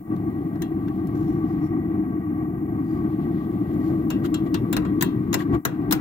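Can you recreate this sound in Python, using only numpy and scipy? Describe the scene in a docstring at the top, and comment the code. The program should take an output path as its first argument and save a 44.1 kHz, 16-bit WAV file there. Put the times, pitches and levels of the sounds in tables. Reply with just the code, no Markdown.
"""A low, turbulent rumble swells up close by: a gas burner in a small sheet-metal water heater
compartment. The flame rings the flue tube while gas hisses at the jet and air whistles into the
mixing tube. A few sharp pops rattle the steel burner tube, and a hand scrapes lightly on the metal.
The pops return thicker and louder, often in pairs, knocking the casing; late on the flame surges
with a deep whump, nearly goes out, and catches again with a pop."""
import sys
import numpy as np
from scipy import signal
from scipy.fft import rfft, irfft, next_fast_len
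from scipy.io import wavfile
from scipy.ndimage import uniform_filter1d, map_coordinates

SR = 44100
rng = np.random.default_rng(int(sys.argv[2]) if len(sys.argv) > 2 else 0)


def transcribe(signal):
    """Save signal, clipped to [-1, 1], as a 16-bit WAV file at the path in sys.argv[1]."""
    frames = np.atleast_2d(signal).T
    limited = np.clip(frames, -1, 1)
    pcm = np.round(limited * 32767).astype(np.int16)
    wavfile.write(sys.argv[1], SR, pcm)


N = 264908

# the flame's slow drift in strength (time [s], level [dB])
FLAME_DRIFT = [(0.25, -25.5), (1.07, -25), (1.15, -22), (2.61, -26), (3.02, -23), (3.73, -24.5),
               (3.78, -22), (5.29, -22.5), (5.45, -25)]
# the flame starves (start [s], end [s], depth [dB])
FLAME_STARVES = [(0, 0.049, 14), (5.602, 5.664, 18)]
# the flame surges (time [s], spread [s], lift [dB])
FLAME_SURGES = [(0.133, 0.013, 3.5), (1.944, 0.0035, 6), (2.419, 0.015, 5.5), (1.183, 0.033, 0),
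                (1.307, 0.0053, 4), (3.915, 0.0076, 4.5), (5.16, 0.033, 0), (5.528, 0.036, 7),
                (5.899, 0.013, 7.5)]
# soft flares (time [s], spread [s], roar [dB], fizz [dB])
FLARES = [(3.912, 0.069, -61, -66.5), (4.256, 0.0098, -42, -39), (4.47, 0.011, -41, -54.5),
          (5.408, 0.015, -34.5, -41), (5.546, 0.013, -27, -49.5)]
# tone of the low rumble, the roar above it and a flare's fizz (frequency [Hz], gain [dB])
RUMBLE_EQ = [(20, -42.5), (35, -29), (50, -12), (75, -8), (105, -1), (145, 0), (190, 2.5), (240, -2),
             (280, 1.5), (340, -11.5), (420, -20.5), (520, -32), (900, -51.5), (2000, -83)]
ROAR_EQ = [(300, -29), (520, -2.5), (900, 2.5), (1300, -9), (1800, -18), (2400, -5.5), (3200, -27),
           (8000, -63.5)]
FIZZ_EQ = [(600, -14.5), (1500, 5), (2400, 1), (3300, 3.5), (4500, -5.5), (5500, -13.5), (7500, -8),
           (8700, -17), (11000, -9.5), (14500, -6.5), (16200, -26)]
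# how far the rumble leads on the left (frequency [Hz], lead [rad])
RUMBLE_LEAD = [(60, .04), (200, 0.32), (260, 0.79), (320, 0.57), (450, 1.3)]
# flue tube resonances (pitch [Hz], width [Hz], gain [dB], left minus right [dB], left lead [rad])
FLUE_MODES = [(312.8, 29, 0, 3.5, 0.86), (590, 28, -46, -21, 1.5), (717.5, 90, -19.5, 1.5, 1.36),
              (768, 55, -27.5, -6.5, 2.2), (929, 122, -35.5, 21, 2), (1136.6, 50, -18, 8.5, 1.92),
              (1260, 300, -52.5, 30.5, 4.6), (1558, 59, -31.5, 10.5, 3.2), (1918.4, 43, -28.5, 4.5, 1.63),
              (2130, 24, -40.5, -15, 3.7), (2236, 14, -43, 7, 0.6), (2300, 30, -45, 1, 9)]
# cancellations between flue modes; negative depth boosts (centre [Hz], width [Hz], depth [dB])
FLUE_NOTCHES = [(527.6, 61, 12.5), (2517, 190, 16), (1700, 97, -4.5)]
# the hollow note near 760 Hz fades, then returns at the end (time [s], gain [dB])
HOLLOW_NOTE_RIDE = [(0, 1), (3.5, -0.5), (4.2, -3.5), (5.3, -7.5), (6.01, 5.5)]
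# the valley near 560 Hz fills and empties as the microphone moves (time [s], gain [dB])
VALLEY_RIDE = [(0, 4), (1.5, -3), (3.3, 0), (3.9, 7), (4.5, 5.5), (5.1, -1.5)]

# the gas jet and the air drawn into the mixing tube (time [s], relative level [dB])
JET_RIDE = [(0, -67), (2.3, -69), (3.9, -66), (6.01, -69.5)]
DRAUGHT_RIDE = [(.3, -73), (1.55, -71), (1.9, -84), (2.75, -84.5), (3.0, -70), (3.5, -67.5), (4.2, -69),
                (6.01, -72)]
# tone of the jet's hiss and of the draught (frequency [Hz], gain [dB])
JET_EQ = [(4000, -25), (8500, -7.5), (10500, -2.5), (12200, 1.5), (13500, 1), (15000, 2.5), (15800, 2),
          (16100, -33.5)]
DRAUGHT_EQ = [(1200, -29.5), (2500, 7), (3300, 6.5), (4300, 0.5), (6500, -12), (8500, -13), (11000, -22),
              (16000, -26.5)]
# breathy whistles in the jet (time [s], spread [s], pitch [Hz], level [dB])
JET_WHISTLES = [(1.952, .2, 13240, -77), (2.5, .3, 13830, -70.5), (4.298, .5, 11780, -68.5)]
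# faint, thin high tones (time [s], spread [s], pitch [Hz], level [dB])
FAINT_TONES = [(.6, .5, 4200, -83), (2.502, 1.3, 7000, -86.5)]

# pop cues, with a relative level for each layer (time [s], crack [dB], body [dB], sizzle [dB],
# steel ring [dB], favoured ring pitch [Hz], t60 of the lowest steel mode [s], glint pitch [Hz])
POPS = [(0.163, -61, -60, -58.5, -59.5, 3700, .05, 4360), (.556, -61, -48, -72, -64, 3700, .04, 3700),
        (0.6201, -41, -39, -37.5, -41, 3240, 0.19, 6440),
        (0.8813, -56.5, -45, -66, -45.5, 3300, 0.04, 2880),
        (1.0713, -56.5, -61.5, -51, -62, 5400, 0.055, 7500), (4.1026, -36, -31, -36, -33, 2740, 0.21, 7000),
        (4.342, -34, -33, -40, -32, 3200, .17, 7300), (4.543, -32.5, -29.5, -38.5, -31, 3385, 0.14, 4280),
        (4.7279, -32, -27.5, -29, -30.5, 3760, 0.14, 7340), (4.766, -28.5, -24, -31, -35.5, 2730, .1, 3980),
        (4.85, -53.5, -33.5, -63, -48.5, 3300, 0.23, 7200), (5.0097, -28, -33, -32, -32, 2590, 0.22, 3400),
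        (5.0234, -26.5, -24, -18.5, -36, 3620, 0.31, 7700),
        (5.3292, -30.5, -26.5, -34, -29, 3320, 0.11, 6540),
        (5.341, -22, -22.5, -27, -27, 2750, 0.091, 7000),
        (5.651, -25.5, -21, -22.5, -38.5, 3680, 0.2, 6400), (5.91, -31, -27, -28, -33.5, 4130, 0.13, 4100),
        (5.9239, -22, -21, -16.5, -33, 6260, 0.17, 5140)]
# overall tone of a pop (frequency [Hz], gain [dB])
POP_EQ = [(300, 8), (600, 1), (1000, 7.5), (1700, 1), (2400, -3.5), (3100, -5), (4100, -1.5), (5300, -0.5),
          (5900, -6.5), (6500, -5.5), (7600, -4), (8700, -10), (10500, -3), (13000, -0.5), (15500, 1),
          (16200, -23)]
# resonances of the sheet-metal walls (pitch [Hz], width [Hz], gain [dB])
WALL_MODES = [(683, 16, 8), (972, 45, 3.5), (1610, 34, 4.5), (1660, 37, -3.5), (1870, 110, -7.5),
              (2750, 150, 3.5), (3850, 69, 0), (4050, 55, 2.5), (5000, 190, -11), (6800, 56, -5.5)]
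# modes of the steel burner tube (pitch [Hz], gain [dB])
BURNER_MODES = [(2611, 1), (2708, 5.5), (2810, 6.5), (3130, -3), (3257, 4.5), (3330, 0.5), (3569, 1.5),
                (3660, 0), (3765, 2), (4037, 1.5), (4307, -3.5), (5150, -5.5), (5539, -8.5), (6320, -7.5),
                (6570, -6), (7014, -11), (7650, 0)]
# hollow knocks in the casing, most landing on the harder pops (time [s], pitch [Hz], level [dB])
CASING_KNOCKS = [(0.62, 1914, -39), (0.8796, 1874, -44.5), (4.245, 1210, -32.5), (4.543, 1613, -30),
                 (4.767, 1622, -29.5), (5.01, 1666, -26), (5.024, 1740, -25), (5.341, 1760, -26.5),
                 (5.403, 1740, -33), (5.651, 1622, -24), (5.924, 1930, -24)]
# light strokes of a hand on the metal (time [s], spread [s], level [dB], rasp pitch [Hz])
HAND_SCRAPES = [(1.163, 0.013, -60.5, 5830), (1.208, 0.024, -63.5, 7000), (1.29, 0.06, -63.5, 5630),
                (1.502, 0.04, -66, 5020), (1.653, 0.019, -59.5, 5480), (2.93, 0.07, -65.5, 4690),
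                (3.741, .007, -62.5, 7000), (3.86, .045, -61, 4350)]
# tone of the scrapes' grit and of the late whump (frequency [Hz], gain [dB])
GRIT_EQ = [(1500, -15), (3000, -1), (5500, -6.5), (7500, -5), (8700, -15.5), (12000, 0), (15500, -11.5),
           (16200, -31)]
WHUMP_EQ = [(20, -34), (45, 0.5), (85, 9.5), (130, -9.5), (300, -58.5)]

# the right microphone port is shaded (frequency [Hz], left minus right [dB])
PORT_SHADE = [(40, 4.5), (100, 2.5), (380, 4), (700, 6.5), (1290, 7), (2380, 1), (4400, 10.5), (7400, 13.5),
              (9000, -0.5), (11000, 1.5), (13000, 6.5), (16000, 10)]
# the image drifts leftward as the microphone moves (time [s], left minus right [dB])
PAN_RIDE = [(3.2, -1.15), (5.0, -0.1)]
TOP_HZ = 16400


def amp(db):
    """Decibels to gain."""
    return 10 ** (np.asarray(db) / 20)


def unit(x):
    """Normalise to rms 1."""
    return x / np.sqrt(np.mean(x ** 2) + 1e-20)


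def along(points, hz):
    """Read (frequency, value) points on a log axis."""
    f, v = np.transpose(points)
    return np.interp(np.log(hz + 1), np.log(f + 1), v)


def ride(points):
    """A fader ride through (time, value) points, one value per sample."""
    return np.interp(np.arange(N) / SR, *np.transpose(points))


def bell(x, centre, spread):
    """A Gaussian bell of height 1; spread is its standard deviation."""
    return np.exp(-.5 * ((x - centre) / spread) ** 2)


def swell(at, spread):
    """A bell-shaped fade in and out around a moment, in seconds."""
    return bell(np.arange(N) / SR, at, spread)


def wobble(per_s):
    """Smooth random modulation through per_s random points a second."""
    points = rng.standard_normal(int(N * per_s / SR) + 4)
    return map_coordinates(points, [np.arange(N) * per_s / SR])


def filtered(x, response):
    """Filter x by a complex response of frequency."""
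    size = next_fast_len(N + SR // 2)
    return irfft(rfft(x, size) * response(np.fft.rfftfreq(size, 1 / SR)), size)[..., :N]


def resonance(f, hz, width):
    """One damped mode, gain 1 at its centre."""
    return 1j * f * width / (hz * hz - f * f + 1j * f * width)


def pan(balance_db, lead=0):
    """Left and right gains for a level and phase difference."""
    sides = np.array([[.5], [-.5]])
    return amp(sides * balance_db) * np.exp(1j * sides * lead)


def shade(hz, lead=0):
    """Left and right gains with the right port shaded."""
    return pan(along(PORT_SHADE, hz), lead)


def rush(eq, channels=2):
    """Coloured stereo noise of rms 1; one channel feeds the same noise to both sides."""
    noise = rng.standard_normal((channels, N))
    return unit(filtered(noise, lambda f: amp(along(eq, f)) * shade(f)))


def breathy(hz, width_hz):
    """A breathy tone of rms 1: noise in one sharp resonance."""
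    noise = rng.standard_normal((2, N))
    return unit(filtered(noise, lambda f: resonance(f, hz, width_hz) ** 2 * shade(f)))


def levelled(x, seconds):
    """Hold noise at rms 1, evening out swells slower than the window."""
    power = uniform_filter1d(np.mean(x ** 2, axis=0), int(seconds * SR))
    return x / np.sqrt(np.abs(power) + 1e-12)


def patchy(x, depth_db, bins, frames):
    """Let a noise's colour drift in random patches of frequency and time."""
    spectrum = signal.stft(x, nperseg=512)[2]
    patches = uniform_filter1d(rng.standard_normal(spectrum.shape[1:]), bins, axis=0)
    patches = unit(uniform_filter1d(patches, frames, axis=1))
    return unit(signal.istft(spectrum * amp(depth_db * patches), nperseg=512)[1][:, :N])


def starvation(collapse_s=0.049, recover_s=0.061):
    """Decibels the starving flame loses: a quick collapse, a hold, a slower recovery."""
    return sum(ride([(start - collapse_s / 2, 0), (start + collapse_s / 2, depth_db),
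                     (end, depth_db), (end + recover_s, 0)])
               for start, end, depth_db in FLAME_STARVES)


def flame_strength():
    """The flame's level in dB: it drifts, flutters, surges and starves."""
    flutter_db = 0.82 * wobble(per_s=24)
    lift_db = sum(db * swell(at, spread) for at, spread, db in FLAME_SURGES)
    return ride(FLAME_DRIFT) + flutter_db + lift_db - starvation()


def flue(modes, skirt):
    """Turbulence rings the flue's modes; a resonance skirt times wider steepens each one's sides."""
    def tube(f):
        return sum(amp(db) * resonance(f, hz, width) * resonance(f, hz, skirt * width)
                   * pan(side_db, lead) for hz, width, db, side_db, lead in modes)
    return unit(filtered(rng.standard_normal(N), tube))


def flame():
    """Low combustion rumble, the flue's lowest note, and a fluttering roar in its upper modes."""
    strength_db = flame_strength()
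    combustion = unit(rush(RUMBLE_EQ, channels=1)[0])
    low_note = amp(0.5) * unit(flue(FLUE_MODES[:1], skirt=3.16)[0])
    rumble = filtered(combustion + low_note, lambda f: shade(f, along(RUMBLE_LEAD, f)))
    rumble = levelled(rumble, seconds=0.15)
    roar = unit(flue(FLUE_MODES[1:], skirt=3.2) + amp(-10.5) * rush(ROAR_EQ))
    roar *= amp(1.1 * wobble(per_s=70))
    # the roar follows the flame's strength, only more gently
    roar_gain = amp(-43 + 0.74 * (strength_db - np.median(strength_db)))
    flare_gain = sum(amp(roar_db) * swell(at, spread) for at, spread, roar_db, _ in FLARES)
    return amp(strength_db) * rumble + np.hypot(roar_gain, flare_gain) * roar


def hollow(x):
    """Neighbouring flue modes cancel in valleys; a hollow note and the valley below wax and wane."""
    def notches(f):
        return np.prod([1 - (1 - amp(-depth_db)) * resonance(f, hz, width)
                        for hz, width, depth_db in FLUE_NOTCHES], axis=0)
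    x = filtered(x, notches)
    note = filtered(x, lambda f: bell(f, 760, 90))
    valley = filtered(x, lambda f: bell(f, 560, 55))
    return x + (amp(ride(HOLLOW_NOTE_RIDE)) - 1) * note + (amp(ride(VALLEY_RIDE)) - 1) * valley


def gas():
    """The jet hisses, the flame draws air whistling into the mixing tube, and each flare fizzes."""
    jet_gain = amp(ride(JET_RIDE) + 5.0 + .4 * wobble(per_s=13))
    hiss = patchy(rush(JET_EQ), depth_db=1.3, bins=6, frames=140)
    whistles = sum(amp(db) * swell(at, spread) * breathy(hz, width_hz=300)
                   for at, spread, hz, db in JET_WHISTLES)
    # the draught sags almost as far as the starving flame
    draught_gain = amp(ride(DRAUGHT_RIDE) + 1.5 - 0.95 * starvation() + 2.5 * wobble(per_s=27))
    air = rush(DRAUGHT_EQ) + amp(1) * breathy(hz=1965, width_hz=160)
    fizz_gain = sum(amp(fizz_db) * swell(at, spread) for at, spread, _, fizz_db in FLARES)
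    fizz = unit(amp(1.7 * wobble(per_s=270)) * rush(FIZZ_EQ))
    return jet_gain * hiss + whistles + draught_gain * air + fizz_gain * fizz


def between_walls(x, echo_db, count=10):
    """Near walls return weak copies within 4 ms, combing the treble differently on each side."""
    echoes = np.zeros((2, SR // 100))
    for side in echoes:
        side[rng.integers(8, SR // 250, count)] = rng.standard_normal(count)
    echoes *= amp(echo_db) / np.linalg.norm(echoes, axis=1, keepdims=True)
    echoes[:, 0] = 1  # the direct sound
    return signal.fftconvolve(x, echoes, axes=1)[:, :N] / np.hypot(1, amp(echo_db))


def faint_tones():
    """Faint, thin, steady-pitched high tones come and go."""
    return sum(amp(db) * swell(at, spread) * np.sin(2 * np.pi * hz * np.arange(N) / SR)
               for at, spread, hz, db in FAINT_TONES)


def pop_decays(levels_db, t60, rise):
    """Power envelope in which every pop starts a decay at its own level."""
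    t = np.arange(SR // 2) / SR
    shape = ((1 - np.exp(-t / rise)) * amp(-60 * t / t60)) ** 2
    power = np.zeros(N + len(t))
    for (at, *_), db in zip(POPS, levels_db):
        power[int(at * SR):][:len(t)] += amp(db) ** 2 * shape
    return power[:N]


def pop_band(lo_hz, hi_hz, levels_db, t60, tail_db, tail_t60, rise):
    """One band of the pops: a dense clatter of near reflections, then the compartment's ring."""
    def colour(f):
        band = 1 / np.sqrt((1 + (lo_hz / (f + 1)) ** 8) * (1 + (f / hi_hz) ** 8))
        walls = 1 + sum(amp(db) * resonance(f, hz, width) for hz, width, db in WALL_MODES)
        return band * walls * amp(along(POP_EQ, f)) * shade(f)
    clatter = filtered(rng.standard_normal((2, N)), colour)
    clatter = patchy(clatter, depth_db=3.2, bins=4, frames=50)  # each pop gets its own colour
    power = pop_decays(levels_db, t60, rise) + pop_decays(levels_db + tail_db, tail_t60, rise)
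    return levelled(clatter, seconds=0.0036) * np.sqrt(power)


def pops():
    """A pop's crack and sizzle die fast; its thump and body linger between the walls."""
    _, crack_db, body_db, sizzle_db, *_ = np.transpose(POPS)
    thump = pop_band(89, 420, body_db + 1, t60=0.22, tail_db=-28, tail_t60=0.18, rise=0.0038)
    body = pop_band(820, 2200, body_db, t60=0.092, tail_db=-16, tail_t60=0.46, rise=0.00065)
    crack = pop_band(2200, 8500, crack_db + 4, t60=0.035, tail_db=-22.5, tail_t60=0.2, rise=0.0003)
    sizzle = pop_band(8500, TOP_HZ, sizzle_db + 5.5, t60=0.029, tail_db=-18, tail_t60=0.11, rise=0.0003)
    return thump + body + between_walls(crack + sizzle, echo_db=-6)


def clank(at, hz, db, width_hz, t60, rise):
    """One struck, heavily damped resonance; its pitch rattles over its width."""
    t = np.arange(SR // 4) / SR
    rattle = map_coordinates(rng.standard_normal(2000), [2 * t * width_hz])
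    phase = 2 * np.pi * (np.cumsum(hz + width_hz * rattle) / SR + rng.random((2, 1)))
    envelope = amp(db - 60 * t / t60) * (1 - np.exp(-t / rise))
    ring = np.sqrt(2) * unit(shade(hz).real) * np.sin(phase) * envelope
    return np.pad(ring, ((0, 0), (int(at * SR), N)))[:, :N]


def glints():
    """A brief, bright peak sharpens each crack at its own pitch."""
    return sum(clank(at, hz, crack_db - 1.5, width_hz=350, t60=0.053, rise=0.0004)
               for at, crack_db, *_, hz in POPS)


def steel_ring(favour_db=6, favour_octaves=0.096, detune=0.002, blur_hz=17):
    """Every pop rattles the burner tube, driving one region of its modes harder than the rest."""
    hz, db = np.transpose(BURNER_MODES)[:, :, None]
    t = np.arange(SR // 3) / SR
    out = np.zeros((2, N + len(t)))
    for at, *_, ring_db, favoured_hz, t60, _ in POPS:
        mode_t60 = t60 * np.sqrt(hz.min() / hz)  # higher modes die sooner
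        envelope = amp(-60 * t / mode_t60) * (1 - np.exp(-t / 0.0014))
        boost_db = favour_db * bell(np.log2(hz.T / favoured_hz), 0, favour_octaves)
        mix = unit(amp(db.T + boost_db + 2 * rng.standard_normal(len(hz)))) / np.sqrt(len(hz))
        phase = np.exp(2j * np.pi * rng.random((2, len(hz))))
        pitch = hz * (1 + detune * rng.standard_normal(hz.shape))
        # a wandering phase blurs each partial
        rattle = np.cumsum(rng.standard_normal(envelope.shape), axis=1)
        rattle *= np.sqrt(2 * np.pi * blur_hz / SR)
        modes = envelope * np.exp(1j * (2 * np.pi * pitch * t + rattle))
        out[:, int(at * SR):][:, :len(t)] += amp(ring_db) * ((mix * phase * shade(hz.T)) @ modes).real
    return out[:, :N]


def knocks():
    """Dull, quickly damped knocks, each ringing one broad resonance of the casing."""
    return sum(clank(at, hz, db, width_hz=200, t60=0.07, rise=0.00063) for at, hz, db in CASING_KNOCKS)


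def scrapes(rasp_db=-6):
    """A hand rubs the metal in gritty strokes, each rasping at its own pitch; one squeaks."""
    grit = rush(GRIT_EQ)
    strokes = sum(amp(db) * swell(at, spread) * (grit + amp(rasp_db) * breathy(hz, width_hz=740))
                  for at, spread, db, hz in HAND_SCRAPES)
    squeak = amp(-67) * swell(at=1.65, spread=0.028) * breathy(hz=5500, width_hz=100)
    roughness = unit(amp(3 * wobble(per_s=350)))
    return strokes * roughness / np.hypot(1, amp(rasp_db)) + squeak


def whump():
    """Just before it nearly goes out, the flame surges with a deep whump."""
    return amp(-25) * swell(at=5.548, spread=0.016) * rush(WHUMP_EQ, channels=1)


def scene():
    """The mix: a bed of flame, gas and scrapes under the pops and ringing metal, slowly panned."""
    bed = hollow(flame()) + whump() + between_walls(gas() + scrapes(), echo_db=-11) + faint_tones()
    hits = pops() + glints() + steel_ring() + knocks()
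    return (bed + hits) * pan(ride(PAN_RIDE)).real


def record(dry):
    """The microphone keeps nothing above its band limit."""
    return filtered(dry, lambda hz: hz < TOP_HZ)


dry = scene()
out = record(dry)
transcribe(out)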